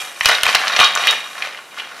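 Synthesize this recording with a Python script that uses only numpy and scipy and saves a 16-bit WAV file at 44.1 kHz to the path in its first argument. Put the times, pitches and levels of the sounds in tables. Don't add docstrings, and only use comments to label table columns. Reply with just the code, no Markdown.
import sys
import numpy as np
from scipy import signal
from scipy.fft import rfft, irfft
from scipy.io import wavfile

SR = 44100
rng = np.random.default_rng(int(sys.argv[2]) if len(sys.argv) > 2 else 0)


def convert_level_to_amplitude(level_db):
    exponent = np.asarray(level_db, float) / 20
    return 10 ** exponent


def waveform_to_disk(signal):
    frames = np.transpose(np.atleast_2d(signal))
    scaled = np.clip(frames, -1, 1) * 32767
    samples = np.round(scaled).astype(np.int16)
    wavfile.write(sys.argv[1], SR, samples)


N = 88200
TRAVEL_S = 0.0012


def time(seconds):
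    return np.arange(int(seconds * SR)) / SR


def fade(t, t60_s):
    return np.exp(-np.log(1000) * t / max(t60_s, 0.001))


def unit(x):
    return x / np.sqrt(np.mean(x ** 2))


def colour(x, points):
    point_hz, point_db = np.array(points, float).T
    hz = np.arange(x.shape[-1] // 2 + 1) * SR / x.shape[-1]
    gain = convert_level_to_amplitude(np.interp(np.log(hz + 1), np.log(point_hz), point_db))
    return irfft(rfft(x) * gain, x.shape[-1])


def conv(x, response):
    return signal.fftconvolve(x, response)[:N]


def lowpass(x, hz):
    return signal.lfilter(*signal.butter(2, hz, fs=SR), x)


def highpass(x, hz):
    return signal.lfilter(*signal.butter(2, hz, "high", fs=SR), x)


def steep(x, order, hz, kind):
    return signal.sosfilt(signal.butter(order, hz, kind, fs=SR, output="sos"), x)


def add(out, start_s, grain):
    i = int(start_s * SR)
    out[i:i + len(grain)] += grain[:len(out) - i]


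def burst(noise, hz, t60_s, width):
    top_ratio = 1.433
    t = time(0.04)
    kick = noise * fade(t, t60_s) * 0.69 + 3.18 * (t == 0)
    y = signal.lfilter(*signal.iirpeak(hz, 1 / width, fs=SR), kick)
    y = signal.lfilter(*signal.butter(3, hz * top_ratio, fs=SR), y)
    return y / np.abs(y).max()


# start_s [s], level_db [peak dB], pitch_hz [Hz], snap_db [dB against the ring]
BUBBLE_POPS = [(.208, 2, 2400, -35), (0.246, -4.5, 2640, -24), (.256, 9, 3040, -11.5),
               (0.264, -7, 2600, -23), (0.287, 2, 3300, -15.5), (.293, 1, 1350, -29), (.432, 4, 2320, -12),
               (.439, -24, 2220, -30), (.453, -1, 2600, -26), (0.464, 3.5, 1920, -21),
               (0.484, -8, 2760, -36), (0.49, -1.5, 2320, -42), (0.547, 3.5, 2100, -21),
               (0.55, 4, 3600, -14), (0.556, 1, 2000, -29), (0.636, -1.5, 1560, -36),
               (0.648, -10, 1580, -31.5), (.670, -3.5, 2220, -24), (0.679, -1, 3420, -28),
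               (.7625, 0, 2960, -29), (0.7897, 4.5, 2300, -33), (0.799, 2.5, 2570, -15.5),
               (0.843, 0.5, 3650, -26), (0.951, -12, 3320, -1.5), (0.96, -3, 1220, -40),
               (.973, 2.5, 2400, -36), (1.070, 3.5, 2700, -19), (1.109, -10, 3820, -1),
               (1.127, -4, 1737, -23.5), (1.424, -14, 2320, -35)]


def pops():
    ring_t60_s, ring_width, ring_db = 0.021, 1.23, -2.5
    snap_t60_s, snap_hz, snap_gain_db = 0.0053, 5400, 7.5
    out, t = np.zeros(N), time(0.04)
    for start_s, level_db, pitch_hz, snap_db in BUBBLE_POPS:
        air, tear = rng.standard_normal((2, len(t)))
        ring = burst(air, pitch_hz, ring_t60_s, ring_width)
        snap = highpass(tear * fade(t, snap_t60_s), snap_hz)
        pop = ring + convert_level_to_amplitude(snap_db + snap_gain_db) * snap
        add(out, start_s + TRAVEL_S, convert_level_to_amplitude(level_db + ring_db) * pop)
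    return out


def swell(t):
    contact_s, t60_s = 0.00038, 0.051
    return fade(t, t60_s) * (1 - np.exp(-t / contact_s))


# pitch_hz [Hz], level_db [dB]
SHELL_MODES = [(1125, -23), (1211, -30.5), (1416, -28.5), (1836, -53.5), (2089, -28.5), (2412, -21),
               (2659, -52.5), (2815, -22.5), (2945, -24.5), (3273, -23.5), (3763, -21), (4355, -34.5),
               (5173, -45), (5803, -36)]
MODE_HZ, MODE_DB = np.array(SHELL_MODES, float).T


def shell(gains_db, t):
    level = convert_level_to_amplitude(MODE_DB - MODE_DB.max() + gains_db)
    modes = level[:, None] * np.sin(2 * np.pi * MODE_HZ[:, None] * t)
    return modes.sum(0) * swell(t)


# start_s [s], level_db [peak dB], pitch_hz [Hz], ring_share [0-1]
WHEEL_KNOCKS = [(.301, -6, 2880, 0.2), (.314, -14.5, 1420, 0), (.349, -6, 3670, 0.4),
                (.410, -13, 3730, 0.3), (.700, -12.5, 1450, 0.3), (.734, -13.5, 3620, 0.4),
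                (0.804, 3.5, 2830, 0.38), (0.811, -0.5, 1240, 0.2), (0.816, -10.5, 4400, 0.6),
                (.830, -5, 1300, 1), (0.838, -2, 3250, 0.3), (.847, -2.5, 3720, 0.86),
                (1.037, -6.5, 2470, 0.43), (1.077, 0, 2730, 0.64), (1.086, -4.5, 3750, 0.88),
                (1.099, -5.5, 3840, 0.77), (1.383, -22, 1570, 0.67), (1.4212, -9.5, 2450, 0.06),
                (1.437, -27, 2100, 0), (1.523, -25, 2660, 0.6), (1.546, -19, 2230, 0.14),
                (1.573, -22.5, 2870, 0.37), (1.587, -23, 1470, 0.67), (1.715, -31.5, 2380, .9),
                (1.766, -33, 2970, 0.3), (1.773, -22.5, 1470, 1), (1.786, -16, 2600, 0.45),
                (1.797, -13, 2780, 0.49), (1.827, -37, 2380, 0.1), (1.914, -24, 1570, 0.8)]


def knocks():
    spread_oct, scatter_db, ring_db = 0.35, 1, -4
    clack_t60_s, clack_width, clack_db = 0.022, 0.22, -4
    out, t = np.zeros(N), time(0.25)
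    for start_s, level_db, pitch_hz, ring_share in WHEEL_KNOCKS:
        nearness_db = -6 * (np.log2(MODE_HZ / pitch_hz) / spread_oct) ** 2
        ring = shell(nearness_db + scatter_db * rng.standard_normal(len(MODE_HZ)), t)
        ring = ring / np.abs(ring).max()
        clack = burst(rng.standard_normal(len(time(0.04))), pitch_hz, clack_t60_s, clack_width)
        add(out, start_s + TRAVEL_S, convert_level_to_amplitude(level_db + ring_db) * ring_share * 2 * ring)
        add(out, start_s + TRAVEL_S, convert_level_to_amplitude(level_db + clack_db) * (1 - ring_share) * 2 * clack)
    return out


def clicks(rate_per_s, scatter_db):
    largest = 2.5
    hit, size, sign = rng.random((3, N))
    level = convert_level_to_amplitude(scatter_db * np.minimum(-np.log(size + 1e-9), largest))
    return (hit < rate_per_s / SR) * level * np.sign(sign - 0.5)


def grains(rate_per_s):
    scatter_db, smear_s = 1, 0.0055
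    envelope = conv(np.abs(clicks(rate_per_s, scatter_db)), fade(time(0.02), smear_s))
    return envelope * rng.standard_normal(N)


# pitch_hz [Hz], level_db [dB per Hz]
FILM_COLOUR = [(60, -68), (120, -21), (320, -19), (620, -5), (1800, -0.5), (3800, -9.5), (6500, -22.5),
               (15500, -59)]


def film(rustle):
    crackle = unit(colour(grains(1200), FILM_COLOUR))
    fine = unit(steep(highpass(grains(4000), 5000), 8, 12130, "low"))
    return convert_level_to_amplitude(-3) * crackle + rustle * fine


def rattle(strength):
    taps_per_s, size_scatter_db, tap_scatter_db = 250, 8.5, 5
    t = time(0.3)
    taps = unit(clicks(taps_per_s, size_scatter_db)) * strength
    ring = np.zeros(N)
    for hz, db in SHELL_MODES:
        uneven = taps * convert_level_to_amplitude(tap_scatter_db * rng.standard_normal(N))
        ring += convert_level_to_amplitude(db) * conv(uneven, np.sin(2 * np.pi * hz * t) * swell(t))
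    return ring / np.linalg.norm(shell(0, t)) / convert_level_to_amplitude(MODE_DB.max())


# start_s [s], crackle_db [dB], rattle_db and rustle_db [dB against crackle]
ROLLING_EFFORT = [(0, -25.5, -12.5, -10.5), (.16, -41, -4.5, -7), (.24, -29.5, -4.5, -7),
                  (.3, -14, -8, -16.5), (0.419, -28.5, -18.5, -15.5), (0.479, -13.5, -15, -21.5),
                  (.62, -22.5, -21, -17.5), (0.749, -20, -7.5, -21.5), (0.808, -10, -7, -21),
                  (0.929, -27, -9, -19), (1.03, -21, -2, -16), (1.088, -17.5, -13, -20),
                  (1.248, -38, -5, -10), (1.45, -27.5, -18, -18.5), (1.68, -50, -9, -20),
                  (1.79, -28.5, -15.5, -20), (1.88, -36, -13, -31), (2, -36, -19, -14)]


def rolling():
    start_s, *curves_db = np.array(ROLLING_EFFORT, float).T
    effort, wheel, rustle = (convert_level_to_amplitude(np.interp(time(N / SR), start_s, db)) for db in curves_db)
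    return effort * film(rustle) + rattle(effort * wheel)


# start_s [s], level_db [peak dB]
AIR_PUFFS = [
    (0.212, -36),
    (0.26, -22),
    (0.435, -33),
    (0.465, -31),
    (0.55, -32),
    (0.847, -38),
]


def puffs():
    puff_s, left_db = 0.0013, -6
    out, t = np.zeros(N), time(0.04)
    for start_s, level_db in AIR_PUFFS:
        add(out, start_s, convert_level_to_amplitude(level_db) * np.e * t / puff_s * np.exp(-t / puff_s))
    return out * convert_level_to_amplitude(np.array([[left_db], [-left_db]]) / 2)


# delay_s [s], level_db [dB]
NEAR_ECHOES = [
    (.0016, -15),
    (.0067, -14.5),
    (.012, -24),
]


def near_echoes(dry):
    out = dry.copy()
    for delay_s, level_db in NEAR_ECHOES:
        out += convert_level_to_amplitude(level_db) * np.pad(dry, (int(delay_s * SR), 0))[:N]
    return out


def room():
    t60_s, treble_t60_s, split_hz = 0.46, 0.18, 4500
    treble_db, gap_s, level_db = -4.5, 0.0031, -10
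    t = time(0.54)
    noise = rng.standard_normal((2, 2, len(t)))
    low = lowpass(noise[0], split_hz) * fade(t, t60_s)
    high = highpass(noise[1], split_hz) * fade(t, treble_t60_s)
    tail = (low + convert_level_to_amplitude(treble_db) * high) * (1 - np.exp(-t / gap_s))
    return convert_level_to_amplitude(level_db) * tail / np.sqrt((tail ** 2).sum(1, keepdims=True))


def scattered(near):
    spread_s, wander_hz = 0.016, 150
    t = time(0.02)
    spread = rfft(rng.standard_normal(len(t)) * t * fade(t, spread_s))
    smear = irfft(spread / np.abs(spread), len(t))
    return conv(near, smear) * unit(lowpass(rng.standard_normal(N), wander_hz))


# pitch_hz [Hz], level_db [dB per Hz]
HUSH_COLOUR = [(30, -45), (90, -25), (200, -10), (600, -3.5), (1400, -4), (4700, -14.5), (11500, -18),
               (15700, -33)]


def hush():
    return convert_level_to_amplitude(-43) * unit(colour(rng.standard_normal((2, N)), HUSH_COLOUR))


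def microphone(strikes, roll):
    presence_hz, presence_width_hz, presence_db = 5830, 1860, -2
    dry = steep(strikes, 3, [576, 13000], "band") + roll
    dry = steep(dry, 3, 115, "high")
    peak = signal.iirpeak(presence_hz, presence_hz / presence_width_hz, fs=SR)
    return dry + convert_level_to_amplitude(presence_db) * signal.lfilter(*peak, dry)


# pitch_hz [Hz], side_db [dB against mid]
STEREO_WIDTH = [(60, -20), (300, -29), (800, -32.5), (1600, -31), (3200, -13), (5500, -15.5), (9000, -2.5),
                (15000, -7)]


def scene():
    dry = microphone(pops() + knocks(), rolling())
    near = near_echoes(dry)
    tails, tone = room(), hush()
    mid = near + conv(dry, tails[0]) + tone[0]
    side = colour(scattered(near) + conv(dry, tails[1]) + tone[1], STEREO_WIDTH)
    return np.array([mid + side, mid - side]) + puffs()


def top_cut(x):
    return signal.sosfilt(signal.butter(12, 15850, fs=SR, output="sos"), x)


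def record(dry):
    top_hz, knee = 15700, 8
    cut = signal.sosfilt(signal.ellip(6, 0.3, 50, top_hz, fs=SR, output="sos"), dry)
    mix = cut / (1 + np.abs(cut) ** knee) ** (1 / knee)
    return top_cut(mix)


dry = scene()
out = record(dry)
waveform_to_disk(out)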